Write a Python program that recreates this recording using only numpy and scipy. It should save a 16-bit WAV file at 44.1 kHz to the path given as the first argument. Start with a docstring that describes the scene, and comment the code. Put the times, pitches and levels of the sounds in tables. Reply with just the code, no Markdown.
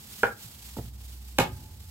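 """Cacao pod split on a chopping block

A cacao pod is knocked down on a thick wooden block, bumps as it is turned, then one hard blow splits its husk.
Short contact pushes set damped modes ringing; the tears and scuffs are short bursts of uneven noise.
The blow also leaves nearby steel ringing faintly. A small, boomy work space answers as a decaying noise tail.
Behind lie an uneven hiss, air, hum, rumble and a low drone that sets in part-way. The block is a little right."""
import sys
import numpy as np
from scipy import signal
from scipy.fft import rfft, irfft
from scipy.io import wavfile
from scipy.ndimage import uniform_filter1d

SR = 44100
rng = np.random.default_rng(int(sys.argv[2]) if len(sys.argv) > 2 else 0)


def to_wav(sig):
    """Store sig (one row per channel, or 1-D mono) as 16-bit WAV at the path in sys.argv[1].

    Samples outside -1..1 are clipped; the rate is SR.
    """
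    pcm = np.clip(np.atleast_2d(sig), -1, 1) * 32767
    pcm = np.round(pcm).astype(np.int16)
    wavfile.write(sys.argv[1], SR, pcm.T)  # frames by channels


N = 83790
T = np.arange(N) / SR
HZ = np.fft.rfftfreq(N, 1 / SR)
BLOW_S = 1.3844  # head meets husk
WORK_PAN_DB, KNOCK_PAN_DB = -2.5, -1.5  # left relative to right


def undb(db):
    """Decibels to gain."""
    return 10 ** (np.asarray(db) / 20)


def curve(rows):
    """Gain over time from (time_s, level_db) points."""
    return undb(np.interp(T, *np.array(rows).T))


def over_hz(rows):
    """A table read on a log-frequency axis."""
    hz, value = np.array(rows).T
    return np.interp(np.log(HZ + 1), np.log(hz), value)


def colour(x, rows):
    """Filter by (freq_hz, gain_db) points, falling steeply outside them; white noise keeps its power."""
    low_fall = np.minimum(HZ / rows[0][0], 1) ** 2
    high_fall = np.minimum(rows[-1][0] / (HZ + 1), 1) ** 4
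    gain = undb(over_hz(rows)) * low_fall * high_fall
    return irfft(rfft(x) * gain / np.sqrt(np.mean(gain ** 2)), N)


def convolve(x, response):
    """Play a sound through a response."""
    return signal.fftconvolve(np.atleast_2d(x), np.atleast_2d(response), axes=1)[:, :N]


def walk(rate_hz):
    """Random values at the given rate joined by straight ramps, spread near 1."""
    step = max(int(SR / rate_hz), 1)
    held = np.repeat(rng.standard_normal(N // step + 1), step)
    return uniform_filter1d(held, step)[:N]


def diffuse():
    """Noise from all around: alike in both channels in the bass, unrelated in the treble."""
    mid, side = rfft(rng.standard_normal((2, N)))
    alike = 1 / (1 + (HZ / 710) ** 2)
    mid = mid * np.sqrt((1 + alike) / 2)
    side = np.array([[1], [-1]]) * side * np.sqrt((1 - alike) / 2)
    return irfft(mid + side, N)


def from_right(x, lag_s=.0001, pan_db=WORK_PAN_DB):
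    """A source to the right: the left channel hears it later and weaker."""
    x = np.ravel(x)
    late = irfft(rfft(x) * np.exp(-2j * np.pi * HZ * lag_s), N)
    return np.array([late * undb(pan_db / 2), x * undb(-pan_db / 2)])


def t60_decay(age_s, t60_s):
    """Exponential fade by 60 dB in t60_s."""
    return np.exp(-np.log(1000) * age_s / t60_s)


def ringing(modes):
    """Sum of damped modes (freq_hz, level_db, t60_s); neighbours swing in opposite directions."""
    ring = np.zeros(N)
    for k, (hz, db, t60_s) in enumerate(modes):
        ring += (-1) ** k * undb(db) * np.sin(2 * np.pi * hz * T) * t60_decay(T, t60_s)
    return ring


def strike(contacts, ring):
    """Each contact is a short push, duller the longer it lasts, that sets a body ringing."""
    force = np.zeros(N)
    for start_s, db, contact_ms in contacts:
        age = np.maximum(T - start_s, 0) / (contact_ms / 1000) * 4  # push peaks at a quarter of contact_ms
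        push = age * np.exp(-age)
        force -= undb(db) * push / push.sum()
    return convolve(force, ring)


def crackle(bursts, spectrum, grain_db):
    """Decaying bursts of uneven noise, each scaled to a set energy for its length."""
    grain = undb(grain_db * np.clip(walk(2500), -2, 2))
    clicks = colour(rng.standard_normal(N) * grain, spectrum)
    out = np.zeros(N)
    for start_s, db, decay_s in bursts:
        fade = (T >= start_s) * np.exp(-np.maximum(T - start_s, 0) / decay_s)
        burst = fade * clicks
        out += undb(db) * burst * np.sqrt(np.sum(fade ** 2) / np.sum(burst ** 2))
    return out


def blow():
    """The blow rings pod, tool and block together and crushes the wet flesh, a dead noise crunch."""
    # head meets husk, husk gives, pod hits block: start_s, level_db, contact_ms
    blows = [(BLOW_S, -4, 0.08), (1.3880, 4, .2), (1.3957, 0, 0.43), (1.4032, -0.5, 0.21)]
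    # struck pod, tool and block: freq_hz, level_db, t60_s
    blow_modes = [(166.4, -31.5, 0.24), (224, -27.5, 0.076), (369.3, -30, .16), (452, -27.5, 0.18),
                  (561.3, -26.5, .17), (744, -24, 0.061), (837, -27, 0.094), (917, -32.5, .1),
                  (1231, -29, 0.13), (1420, -31, 0.082), (1570.5, -30.5, 0.098), (2235, -35, 0.073),
                  (2920, -29, 0.1), (3500, -39, 0.052)]
    # crunch of the flesh: freq_hz, gain_db
    flesh_colour = [(200, -3), (450, 3), (900, 8), (1100, -11), (1500, -9), (2200, 10), (5000, -3),
                    (9000, -34)]
    flesh_db, flesh_t60_s = -21.5, 0.035
    flesh = colour(rng.standard_normal(N), flesh_colour) * undb(flesh_db) * t60_decay(T, flesh_t60_s)
    return strike(blows, ringing(blow_modes) + flesh)


def husk_cracks():
    """The husk tears in brief noise bursts."""
    # tears: start_s, level_db, decay_s
    tears = [(BLOW_S, -16.5, 0.00053), (1.3866, -8.5, 0.00049), (1.3874, -12, 0.00063),
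             (1.3881, -16, 0.00063), (1.4015, -29, 0.013)]
    # their spectrum: freq_hz, gain_db
    tear_colour = [(300, 6.5), (1000, 3), (2000, -1.5), (3300, -0.5), (5000, -7), (7000, -10),
                   (10000, -13.5), (12500, -8), (16000, -17.5)]
    return crackle(tears, tear_colour, grain_db=2.5)


def pod_knock():
    """The whole pod rings hollow on the wood; its rough skin scuffs then and, faintly, again as it is turned."""
    # pod on block: start_s, level_db, contact_ms
    knocks = [(0.2321, -5.5, 0.14), (0.2328, 1, 0.21)]
    # hollow pod: freq_hz, level_db, t60_s
    pod_modes = [(241, -27.5, 0.044), (335, -24.5, 0.025), (459.6, -18.5, 0.061), (536, -21, 0.12),
                 (620, -16.5, 0.072), (667, -15, 0.064), (813, -19.5, 0.076), (1371, -17.5, 0.06),
                 (1455, -14.5, 0.048), (1618, -15, 0.036), (2170, -26, 0.018), (2428, -39, 0.17),
                 (3250, -40, .02)]
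    # skin scuffs, landing and turning: start_s, level_db, decay_s
    scuffs = [(0.2325, -18.5, 0.013), (0.783, -41, 0.0084)]
    # their spectrum: freq_hz, gain_db
    scuff_colour = [(280, -9), (450, 1.5), (800, 0), (1100, -7.5), (1800, -8.5), (2500, -15.5), (4000, -28)]
    return strike(knocks, ringing(pod_modes)) + crackle(scuffs, scuff_colour, grain_db=2)


def pod_bumps():
    """Soft, longer contacts as the pod is turned; the hand damps its ring."""
    # bumps: start_s, level_db, contact_ms
    bumps = [(0.7672, -5, 0.37), (0.7705, -2.5, 1.43), (0.7850, 2.5, 1.24), (0.7935, 0.5, 1.28)]
    # pod damped in the hand: freq_hz, level_db, t60_s
    bump_modes = [(270, -25.5, 0.022), (444, -30, 0.049), (527, -35, 0.044), (665, -33, 0.041),
                  (880, -30, 0.041), (1350, -30, 0.014)]
    return strike(bumps, ringing(bump_modes))


def block_thuds():
    """The block rocks on the floor; slow pushes excite its low boom."""
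    # block on floor: start_s, level_db, contact_ms
    thuds = [(0.233, -6, 3.7), (0.445, -13, 2.7), (0.548, -26, 9.6), (0.774, -4.5, 1.56),
             (0.842, -11.5, 1.8), (1.389, 2.5, 1.6), (1.512, -9, 3.5), (1.583, -16, 4.8),
             (1.695, -10.5, 11)]
    # boom of the block: freq_hz, level_db, t60_s
    block_modes = [(58.5, -34.5, 0.11), (88, -32.5, 0.13), (110.5, -27, 0.18), (131.5, -29.5, 0.21),
                   (166.6, -21.5, 0.039)]
    return strike(thuds, ringing(block_modes))


def steel():
    """Steel shaken by the blow rings faintly on two close, beating modes."""
    mode_hz, beat_hz, t60_s = 863, 3.67, 1.7
    first_db, second_rel_db = -53, -6
    age_s = np.maximum(T - BLOW_S, 0)
    first = np.sin(2 * np.pi * mode_hz * age_s)
    second = undb(second_rel_db) * np.sin(2 * np.pi * (mode_hz + beat_hz) * age_s)
    return undb(first_db) * (first + second) * t60_decay(age_s, t60_s)


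def room_response():
    """A dense, spectrally even noise tail after a short gap; the bass lingers."""
    # decay by band: centre_hz, t60_s
    room_t60 = [(60, 0.51), (130, .42), (300, .23), (700, 0.21), (1500, 0.22), (4000, 0.18), (15000, 0.13)]
    gap_s, build_s, even_hz = 0.0062, 0.0023, 38.7
    noise, spectrum = rfft(diffuse()), 0
    age_s = np.maximum(T - gap_s, 0)
    centres_hz = [hz for hz, _ in room_t60]
    for hz, t60_s in room_t60:
        fade = (1 - np.exp(-age_s / build_s)) * undb(-60 * age_s / t60_s)
        share = over_hz([(c, float(c == hz)) for c in centres_hz])  # overlapping bands
        band = irfft(noise * share, N) * fade
        spectrum = spectrum + rfft(band) / np.sqrt(np.sum(fade ** 2))
    power = np.mean(np.abs(spectrum) ** 2, axis=0)
    for _ in range(2):
        power = uniform_filter1d(power, int(even_hz / HZ[1]))
    return irfft(spectrum / np.sqrt(power), N) * (age_s > 0)


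def hiss(flicker_db=2.0, direct_db=-5, spread_db=-2):
    """A rustling hiss, part diffuse and part from the right, that swells, sinks and flickers."""
    # spectrum: freq_hz, gain_db
    hiss_colour = [(800, -6.5), (1500, -5), (2400, -2.5), (3000, 0.5), (4900, 1), (6300, -2), (7300, .5),
                   (10000, -1.5), (13000, 2), (15000, -4), (16000, -1)]
    # swell: time_s, level_db
    hiss_level = [(0, -50.5), (0.12, -46), (0.21, -43.5), (0.35, -53.5), (0.43, -43.5), (0.49, -50),
                  (0.55, -46.5), (0.6, -50.5), (0.67, -45), (0.73, -49.5), (0.79, -48.5), (0.93, -56.5),
                  (1.1, -51), (1.22, -54), (1.3, -52.5), (1.55, -53.5), (1.78, -54), (1.9, -53)]
    direct = from_right(rng.standard_normal(N), lag_s=.00014, pan_db=-8.5)
    noise = undb(spread_db) * diffuse() + undb(direct_db) * direct
    return colour(noise, hiss_colour) * curve(hiss_level) * undb(flicker_db * walk(90))


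def air():
    """Still air: diffuse noise, strongest in the bass."""
    # spectrum: freq_hz, gain_db
    air_colour = [(35, -6), (79, 2.5), (124, 1), (215, -7), (280, -8.5), (600, -20.5), (880, -14),
                  (1100, -25), (1460, -25.5), (2500, -39)]
    # time_s, level_db
    air_level = [(0, -53.5), (0.7, -55.5), (1.0, -56), (1.3, -57), (1.6, -50.5), (1.9, -58)]
    return colour(diffuse(), air_colour) * curve(air_level)


def rumble():
    """Low diffuse noise that comes and goes."""
    # spectrum: freq_hz, gain_db
    rumble_colour = [(25, -42), (55, -1), (90, 8.5), (120, -3), (170, -13.5), (400, -54)]
    # time_s, level_db
    rumble_level = [(0, -82), (0.75, -56), (0.88, -48), (1.15, -56.5), (1.38, -69), (1.52, -44.5),
                    (1.9, -49.5)]
    return colour(diffuse(), rumble_colour) * curve(rumble_level)


def drone():
    """A low sine with slightly wavering pitch, like a distant engine, that sets in part-way."""
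    # time_s, level_db (rms)
    drone_level = [(0, -81), (0.59, -74), (0.62, -48), (0.8, -43.5), (1.35, -42.5), (1.55, -47.5),
                   (1.68, -51), (1.9, -48.5)]
    pitch_hz = 62.4 * (1 + .004 * walk(8.4))
    return np.sqrt(2) * np.sin(2 * np.pi * np.cumsum(pitch_hz) / SR) * curve(drone_level)


def hum():
    """A faint machine hum: a sine of steady pitch, its level drifting a few dB."""
    pitch_hz, mean_db, drift_db = 208.4, -65.5, 2.6
    return np.sqrt(2) * np.sin(2 * np.pi * pitch_hz * T) * undb(mean_db + drift_db * walk(4.87))


def background():
    """Air, rumble, drone and hum, slightly stronger on the right."""
    return (air() + rumble() + drone() + hum()) * undb(np.array([[-.8], [.8]]))


def scene():
    """Every contact is heard directly and by way of the room; steel and background are heard without it."""
    room = room_response()

    def heard(x, room_db, pan_db=WORK_PAN_DB):
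        """Direct sound plus room tail."""
        return from_right(x, pan_db=pan_db) + undb(room_db) * convolve(x, room)

    work = heard(blow(), -4)
    work = work + heard(husk_cracks(), -0.5)
    work = work + heard(pod_knock(), -5.5, KNOCK_PAN_DB)
    work = work + heard(pod_bumps(), -12)
    work = work + heard(block_thuds(), -6)
    return work + from_right(steel()) + hiss() + background()


def record(dry):
    """The recorder thins the deepest bass and cuts the top steeply."""
    low_cut_hz, top_hz = 34.7, 15800
    dry = signal.sosfilt(signal.butter(2, low_cut_hz, "high", fs=SR, output="sos"), dry)
    return signal.sosfilt(signal.ellip(10, .2, 80, top_hz, fs=SR, output="sos"), dry)


dry = scene()
out = record(dry)
to_wav(out)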